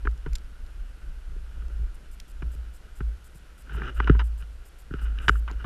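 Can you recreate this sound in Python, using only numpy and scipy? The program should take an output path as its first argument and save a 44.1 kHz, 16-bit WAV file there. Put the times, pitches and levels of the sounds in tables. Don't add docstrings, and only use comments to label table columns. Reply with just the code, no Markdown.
import sys
import numpy as np
from scipy import signal
from scipy.io import wavfile
from scipy.ndimage import uniform_filter1d

SR = 44100
rng = np.random.default_rng(int(sys.argv[2]) if len(sys.argv) > 2 else 0)


def to_wav(s):
    ch = np.atleast_2d(s).T
    pcm = np.round(np.clip(ch, -1, 1) * 32767)
    wavfile.write(sys.argv[1], SR, pcm.astype(np.int16))


N = 249165

# f/Hz, level/dB per Hz
HISS_SPECTRUM = [(290, -19), (500, -7.5), (1100, -10.5), (1310, -12), (1530, -11), (1880, -12),
                 (2500, -12.5), (2720, -13), (7240, -22), (9110, -22.5), (12100, -22.5), (14200, -38.5),
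                 (15500, -37)]
HISS_DB = -62

# start t/s, length/s
BUZZ_BURSTS = [(1.945, .012), (2.114, .036), (2.281, .036), (2.517, .036), (2.737, .036), (2.955, .036),
               (3.243, .036), (3.347, .036), (3.579, .044), (3.731, .036), (3.946, .036), (4.241, .036),
               (4.378, .036), (4.654, .036), (4.786, .036), (5.014, .036), (5.218, .180)]
# f/Hz, bandwidth/Hz, level/dB
BUZZ_MODES = [(4950, 500, -5), (7450, 1100, 0), (9600, 1400, 0), (11800, 1000, -2), (13200, 1400, -3)]
BUZZ_CYCLE_S, BUZZ_SECOND_S = 0.008, 0.0034
BUZZ_DB = -50

# t/s, peak level/dB, decay of the contact noise/ms
ICE_TICKS = [(0.1126, -46, 1.3), (0.177, -47, 1.7), (0.289, -60, 3.4), (0.332, -34.5, 2.1),
             (0.3535, -29, 6), (0.375, -54, 2.8), (0.383, -44, 2.8), (0.4453, -55, 1.4), (0.6639, -53, 2.0),
             (1.6817, -50, 2.3), (2.1999, -32, 3.2), (5.2839, -42, 1.1), (5.2895, -22, 1.8),
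             (5.293, -27, 5), (5.5135, -36.5, 0.63)]
# f/Hz, bandwidth/Hz, level/dB
ICE_MODES = [(3140, 2450, -7.5), (5400, 1130, -4), (7220, 600, -7), (9700, 470, -10.5),
             (13300, 11000, -21.5)]

# t/s, housing level/dB, low thud level/dB, hollow thud level/dB, crack level/dB, decay of the contact noise/ms
JOINT_KNOCKS = [(0.0524, -28.5, -41, -29, -43.5, 9.4), (0.072, -11, -35.5, -29.5, -59, 2.55),
                (.262, -23.5, -33, -27.5, -44.5, 3.2), (0.264, -34.5, -31.5, -38, -51, 13.6),
                (1.363, -60, -45, -41.5, -68, 2.8), (1.621, -42.5, -45, -57, -56, 5.1),
                (1.79, -54, -37.5, -49, -66, 5.8), (2.422, -29, -31.5, -33, -43, 6.6),
                (2.549, -49, -42.5, -46.5, -53, 4.1), (3.0054, -26.5, -25.5, -29, -46.5, 7),
                (3.6947, -30.5, -47, -50, -48, 3.1), (3.7214, -50, -36, -46, -48, 1.3),
                (3.7472, -27, -31.5, -46, -54, 3), (3.8188, -15, -42, -32, -56, 2.6),
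                (4.001, -8, -26.5, -26, -34.5, 4.9), (4.0444, -50, -40, -35, -33, 2),
                (4.0739, -16.5, -36, -31, -34, 8.9), (4.097, -10.5, -7.5, -6, -29.5, 3.4),
                (4.149, -29.5, -29, -30, -48, 11), (4.193, -23, -43, -41, -29.5, 15.8),
                (4.212, -28, -42, -40.5, -45, 11), (4.4236, -41, -41.5, -55, -44, 7.4),
                (4.909, -35.5, -28.5, -31, -59, 4.4), (4.9389, -23, -27.5, -24.5, -37, 1.6),
                (5.0175, -37, -47, -45, -66, 6.6), (5.187, -31.5, -47, -53, -30, 0.94),
                (5.282, 1, -18, -25.5, -14, 1.5), (5.285, -17, -27.5, -32, -15.5, 8.7),
                (5.2941, 3.5, -24.5, -20, -28, 1.73), (5.3551, -25, -43, -54, -58, 2),
                (5.478, -26.5, -55, -47, -38.5, 10.8), (5.496, -36.5, -42, -50, -51, 21),
                (5.5119, -35, -38, -36, -61, 1.7), (5.6434, -26, -23, -38, -40, 11)]
# f/Hz, bandwidth/Hz, level/dB
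HOUSING_MODES = [(1444, 292, 9.5)]
# f/Hz, bandwidth/Hz, level/dB
PORT_MODES = [(1278, 590, -1.5)]
# f/Hz, bandwidth/Hz, level/dB
MOUNT_MODES = [(975, 208, 3.5), (2020, 396, -6.5)]
# f/Hz, bandwidth/Hz, level/dB
THUD_MODES = [(88, 56, 1.5), (151, 39, 4)]
# f/Hz, bandwidth/Hz, level/dB
HOLLOW_MODES = [(257, 71, 5.5), (418, 66, 5)]
# f/Hz, bandwidth/Hz, level/dB
CRACK_MODES = [(2354, 144, 8), (2913, 190, 11), (3880, 300, -3.5), (4900, 600, -11), (6200, 670, -21.5)]
MOUNT_DB, MOUNT_DB_PER_DOUBLING = -26, 6.0

# t/s, level/dB
WIND_LEVEL = [(0, -35), (.4, -40), (.9, -40), (1.25, -40), (1.55, -35), (1.85, -35), (2.05, -45),
              (2.5, -40), (3.0, -43), (3.25, -46), (3.65, -42), (3.95, -34), (4.25, -44), (4.7, -49),
              (4.95, -45), (5.25, -33), (5.45, -37), (5.65, -37)]
CALM_DB = -44
# f/Hz, level/dB per Hz
EDDY_SPECTRUM = [(58, 1), (72, 4), (85, -9), (120, 5), (190, -4.5), (400, -8.5), (600, -17), (1000, -32.5)]
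EDDY_DB, EDDY_FOLLOWS = -60, 0.36
RUSTLE_DB, RUSTLE_FOLLOWS = -64.5, 0.3

# start t/s, length/s, level at start/dB, change over the stroke/dB
GLOVE_STROKES = [(0.697, 0.14, -59, -15), (3.664, 0.072, -61, 15.5), (3.773, 0.13, -41, 1),
                 (3.965, .15, -49.5, 8.5), (4.127, .05, -51.5, -8), (4.405, 0.034, -57, -3.5),
                 (4.925, .07, -56, 0), (5.018, 0.18, -50.5, -8), (5.184, 0.067, -53.5, 3.5),
                 (5.303, .07, -47.5, -9), (5.518, 0.17, -52.5, 2.5)]
STROKE_RISE_DB_PER_S, STROKE_FALL_DB_PER_S = 700, 689
STROKE_RUMBLE_DB = -2
RUSTLE_FLICKER_DB, STROKE_FLICKER_DB = 1, 3.0

# t of fullest swing/s, hum level/dB, fading/dB per s
POLE_JOLTS = [(0.078, -21.5, 175), (0.328, -26.5, 229), (.64, -37, 150), (1.098, -35.5, 185),
              (1.3, -42, 119), (1.65, -35, 200), (1.818, -21.5, 264), (2.04, -37.5, 200), (2.458, -25, 200),
              (2.589, -30, 90), (3.048, -23.5, 117), (3.758, -29.5, 101), (3.99, -22.5, 40.2),
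              (4.118, -14.5, 67.7), (4.93, -30.5, 154), (5.038, -24, 51), (5.318, -18, 88),
              (5.558, -25, 150)]
JOLT_RISE_DB_PER_S = 306
JOLT_BUFFET_DB, JOLT_BUFFET_FOLLOWS, BUFFET_FADE_DB_PER_S = -20.5, 0.34, 241
HUM_DB, HUM_FOLLOWS = -48, 1.3
POLE_HZ, POLE_WANDER = 54.6, 0.025

BASS_CUT_HZ, CUTOFF_HZ = 18, 15700


def from_db(db):
    return 10 ** (np.asarray(db) / 20)


def joined(*dbs):
    return 10 * np.log10(sum(10 ** (db / 10) for db in dbs))


def rms_one(x):
    return x / np.sqrt(np.mean(x ** 2) + 1e-20)


def in_time(rows):
    s, *columns = np.transpose(rows)
    return [np.interp(np.arange(N) / SR, s, c) for c in columns]


def drift(rate):
    step = 40
    r = np.exp(-2 * np.pi * rate * step / SR)
    noise = rng.standard_normal(N // step + 2002)
    slow = signal.lfilter([1], [1, -2 * r, r * r], noise)[2000:]
    return np.interp(np.arange(N) / step, np.arange(len(slow)), rms_one(slow))


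def resonate(x, modes):
    out = 0
    for k, (hz, width, db) in enumerate(modes):
        r = np.exp(-np.pi * width / SR)
        a = [1, -2 * r * np.cos(2 * np.pi * hz / SR), r * r]
        b = [(1 - r * r) / 2, 0, (r * r - 1) / 2]
        out = out + (-1) ** k * from_db(db) * signal.lfilter(b, a, x + 1e-18)
    return out


def coloured(spectrum, patchy_db, rate):
    hz, db = np.transpose(spectrum)
    edge_count = round(3 * np.log2(hz[-1] / hz[0]))
    edges = np.geomspace(hz[0], min(hz[-1], 0.45 * SR), edge_count)
    white = rng.standard_normal((2, N))
    together = drift(rate)
    out = 0
    for k, (low, high) in enumerate(zip(edges, edges[1:])):
        sos = signal.butter(2, [low, high], "band", fs=SR, output="sos")
        band = signal.sosfilt(sos, white[k % 2])
        level = np.interp(np.log(low * high) / 2, np.log(hz), db)
        flicker = 0.6 * together + drift(rate)
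        out = out + band * from_db(level + patchy_db * flicker)
    return rms_one(out)


def contacts(times, peaks_db, lengths_ms, modes, touch):
    size = 3000
    t_ms = np.arange(size) / SR * 1000
    decay = np.exp(-(t_ms / np.maximum(lengths_ms, 0.1)[:, None]) ** 2)
    rattle = rng.standard_normal((len(times), size)) * decay
    rattle[:, 0] += touch
    rings = resonate(rattle, modes)
    out = np.zeros(N + size)
    for s, db, ring in zip(times, peaks_db, rings):
        out[round(s * SR):][:size] += from_db(db) * ring / np.max(np.abs(ring))
    return out[:N]


def swells(starts, lengths, dbs, change_db, rise_db_per_s, fall_db_per_s):
    t = np.arange(0, N + 64, 64) / SR
    columns = (starts, lengths, dbs, change_db, fall_db_per_s)
    starts, lengths, dbs, change, fall = (np.reshape(v, (-1, 1)) for v in columns)
    held = np.clip(t - starts, 0, lengths)
    before = np.maximum(starts - t, 0)
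    after = np.maximum(t - starts - held, 0)
    db = dbs + change * held / (lengths + 1e-9) - rise_db_per_s * before - fall * after
    total_db = 10 * np.log10(np.sum(10 ** (db / 10), axis=0) + 1e-20)
    return np.interp(np.arange(N) / SR, t, total_db)


def hiss():
    return from_db(HISS_DB) * coloured(HISS_SPECTRUM, patchy_db=0.3, rate=8.0)


def buzz():
    times = []
    for start, length in BUZZ_BURSTS:
        for k in range(int(length / BUZZ_CYCLE_S) + 1):
            first = start + k * BUZZ_CYCLE_S
            times += [first, first + BUZZ_SECOND_S]
    count = len(times)
    return contacts(times, np.full(count, BUZZ_DB), np.full(count, 1.5), BUZZ_MODES, touch=0.1)


def ticks():
    s, db, ms = np.transpose(ICE_TICKS)
    return contacts(s, db, ms, ICE_MODES, touch=0.5)


def rubbing(rustle_db, stroke_db):
    sizes = from_db(2.2 * np.minimum(rng.exponential(1, N), 5)) * rng.choice([-1, 1], N)
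    grains = sizes * (rng.random(N) < 2500 / SR)
    rings = resonate(resonate(grains, HOUSING_MODES), PORT_MODES)
    rings = rings + from_db(-11.5) * resonate(grains, MOUNT_MODES)
    rings = rings + from_db(-8) * resonate(grains, HOLLOW_MODES)
    rings = rings + from_db(-13.5) * resonate(grains, CRACK_MODES[:3])
    rings = rings + from_db(-12) * resonate(grains, CRACK_MODES[3:])
    flicker = drift(22.0)
    uneven_rustle_db = rustle_db + RUSTLE_FLICKER_DB * flicker
    uneven_stroke_db = stroke_db + STROKE_FLICKER_DB * flicker
    return from_db(joined(uneven_rustle_db, uneven_stroke_db)) * rms_one(rings)


def wind(buffet_db, turbulence_db):
    sos = signal.butter(3, [12, 33], "band", fs=SR, output="sos")
    swings = signal.sosfilt(sos, rng.standard_normal(N))
    swings = swings / np.sqrt(uniform_filter1d(swings ** 2, size=5000))
    buffeting = from_db(buffet_db + 4.4 * drift(6.5)) * swings
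    turbulence = from_db(turbulence_db) * coloured(EDDY_SPECTRUM, patchy_db=3.0, rate=33.0)
    return buffeting + turbulence


def pole(hum_db):
    phase = np.cumsum(2 * np.pi * POLE_HZ * (1 + POLE_WANDER * drift(5.51)) / SR)
    unrest = np.clip((-24 - hum_db) / 16, 0.1, 1)
    lumps = drift(11.0) * np.sin(phase) + drift(11.0) * np.cos(phase)
    hum = (np.sin(phase) + 0.6 * unrest * lumps) / np.sqrt(1 + unrest ** 2)
    return np.sqrt(2) * from_db(hum_db) * hum


def knocks():
    s, ring_db, thud_db, hollow_db, crack_db, ms = np.transpose(JOINT_KNOCKS)
    mount_db = ring_db + MOUNT_DB + MOUNT_DB_PER_DOUBLING * np.log2(np.maximum(ms, 0.1))
    ring = resonate(contacts(s, ring_db, ms, HOUSING_MODES, touch=5.7), PORT_MODES)
    mount = contacts(s, mount_db, ms, MOUNT_MODES, touch=7.1)
    thud = contacts(s, thud_db, ms, THUD_MODES, touch=14.2)
    hollow = contacts(s, hollow_db, ms, HOLLOW_MODES, touch=23.0)
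    crack = contacts(s, crack_db, ms, CRACK_MODES, touch=10.5)
    soft = signal.butter(3, 560, fs=SR, output="sos")
    dull = signal.butter(2, 2600, fs=SR, output="sos")
    return signal.sosfilt(dull, ring + mount) + crack + signal.sosfilt(soft, thud + hollow)


def scene():
    gust_db, = in_time(WIND_LEVEL)
    above_calm_db = gust_db - CALM_DB
    rustle_db = RUSTLE_DB + RUSTLE_FOLLOWS * above_calm_db
    stroke_db = swells(*np.transpose(GLOVE_STROKES), STROKE_RISE_DB_PER_S, STROKE_FALL_DB_PER_S)

    s, jolt_db, fade = np.transpose(POLE_JOLTS)
    jolt_hum_db = swells(s, 0, jolt_db, 0, JOLT_RISE_DB_PER_S, fade)
    hum_db = joined(HUM_DB + HUM_FOLLOWS * above_calm_db, jolt_hum_db)

    push_db = JOLT_BUFFET_DB + JOLT_BUFFET_FOLLOWS * jolt_db
    jolt_buffet_db = swells(s, 0, push_db, 0, JOLT_RISE_DB_PER_S, BUFFET_FADE_DB_PER_S)
    buffet_db = joined(gust_db, jolt_buffet_db)

    eddy_db = EDDY_DB + EDDY_FOLLOWS * (buffet_db - CALM_DB)
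    turbulence_db = joined(eddy_db, stroke_db + STROKE_RUMBLE_DB)
    background = hiss() + buzz() + ticks()
    handling = rubbing(rustle_db, stroke_db) + pole(hum_db) + knocks()
    return (background + wind(buffet_db, turbulence_db) + handling)[None]


def record(dry):
    thin = signal.sosfilt(signal.butter(2, BASS_CUT_HZ, "high", fs=SR, output="sos"), dry)
    return signal.sosfilt(signal.cheby2(12, 70, CUTOFF_HZ, fs=SR, output="sos"), thin)


dry = scene()
out = record(dry)
to_wav(out)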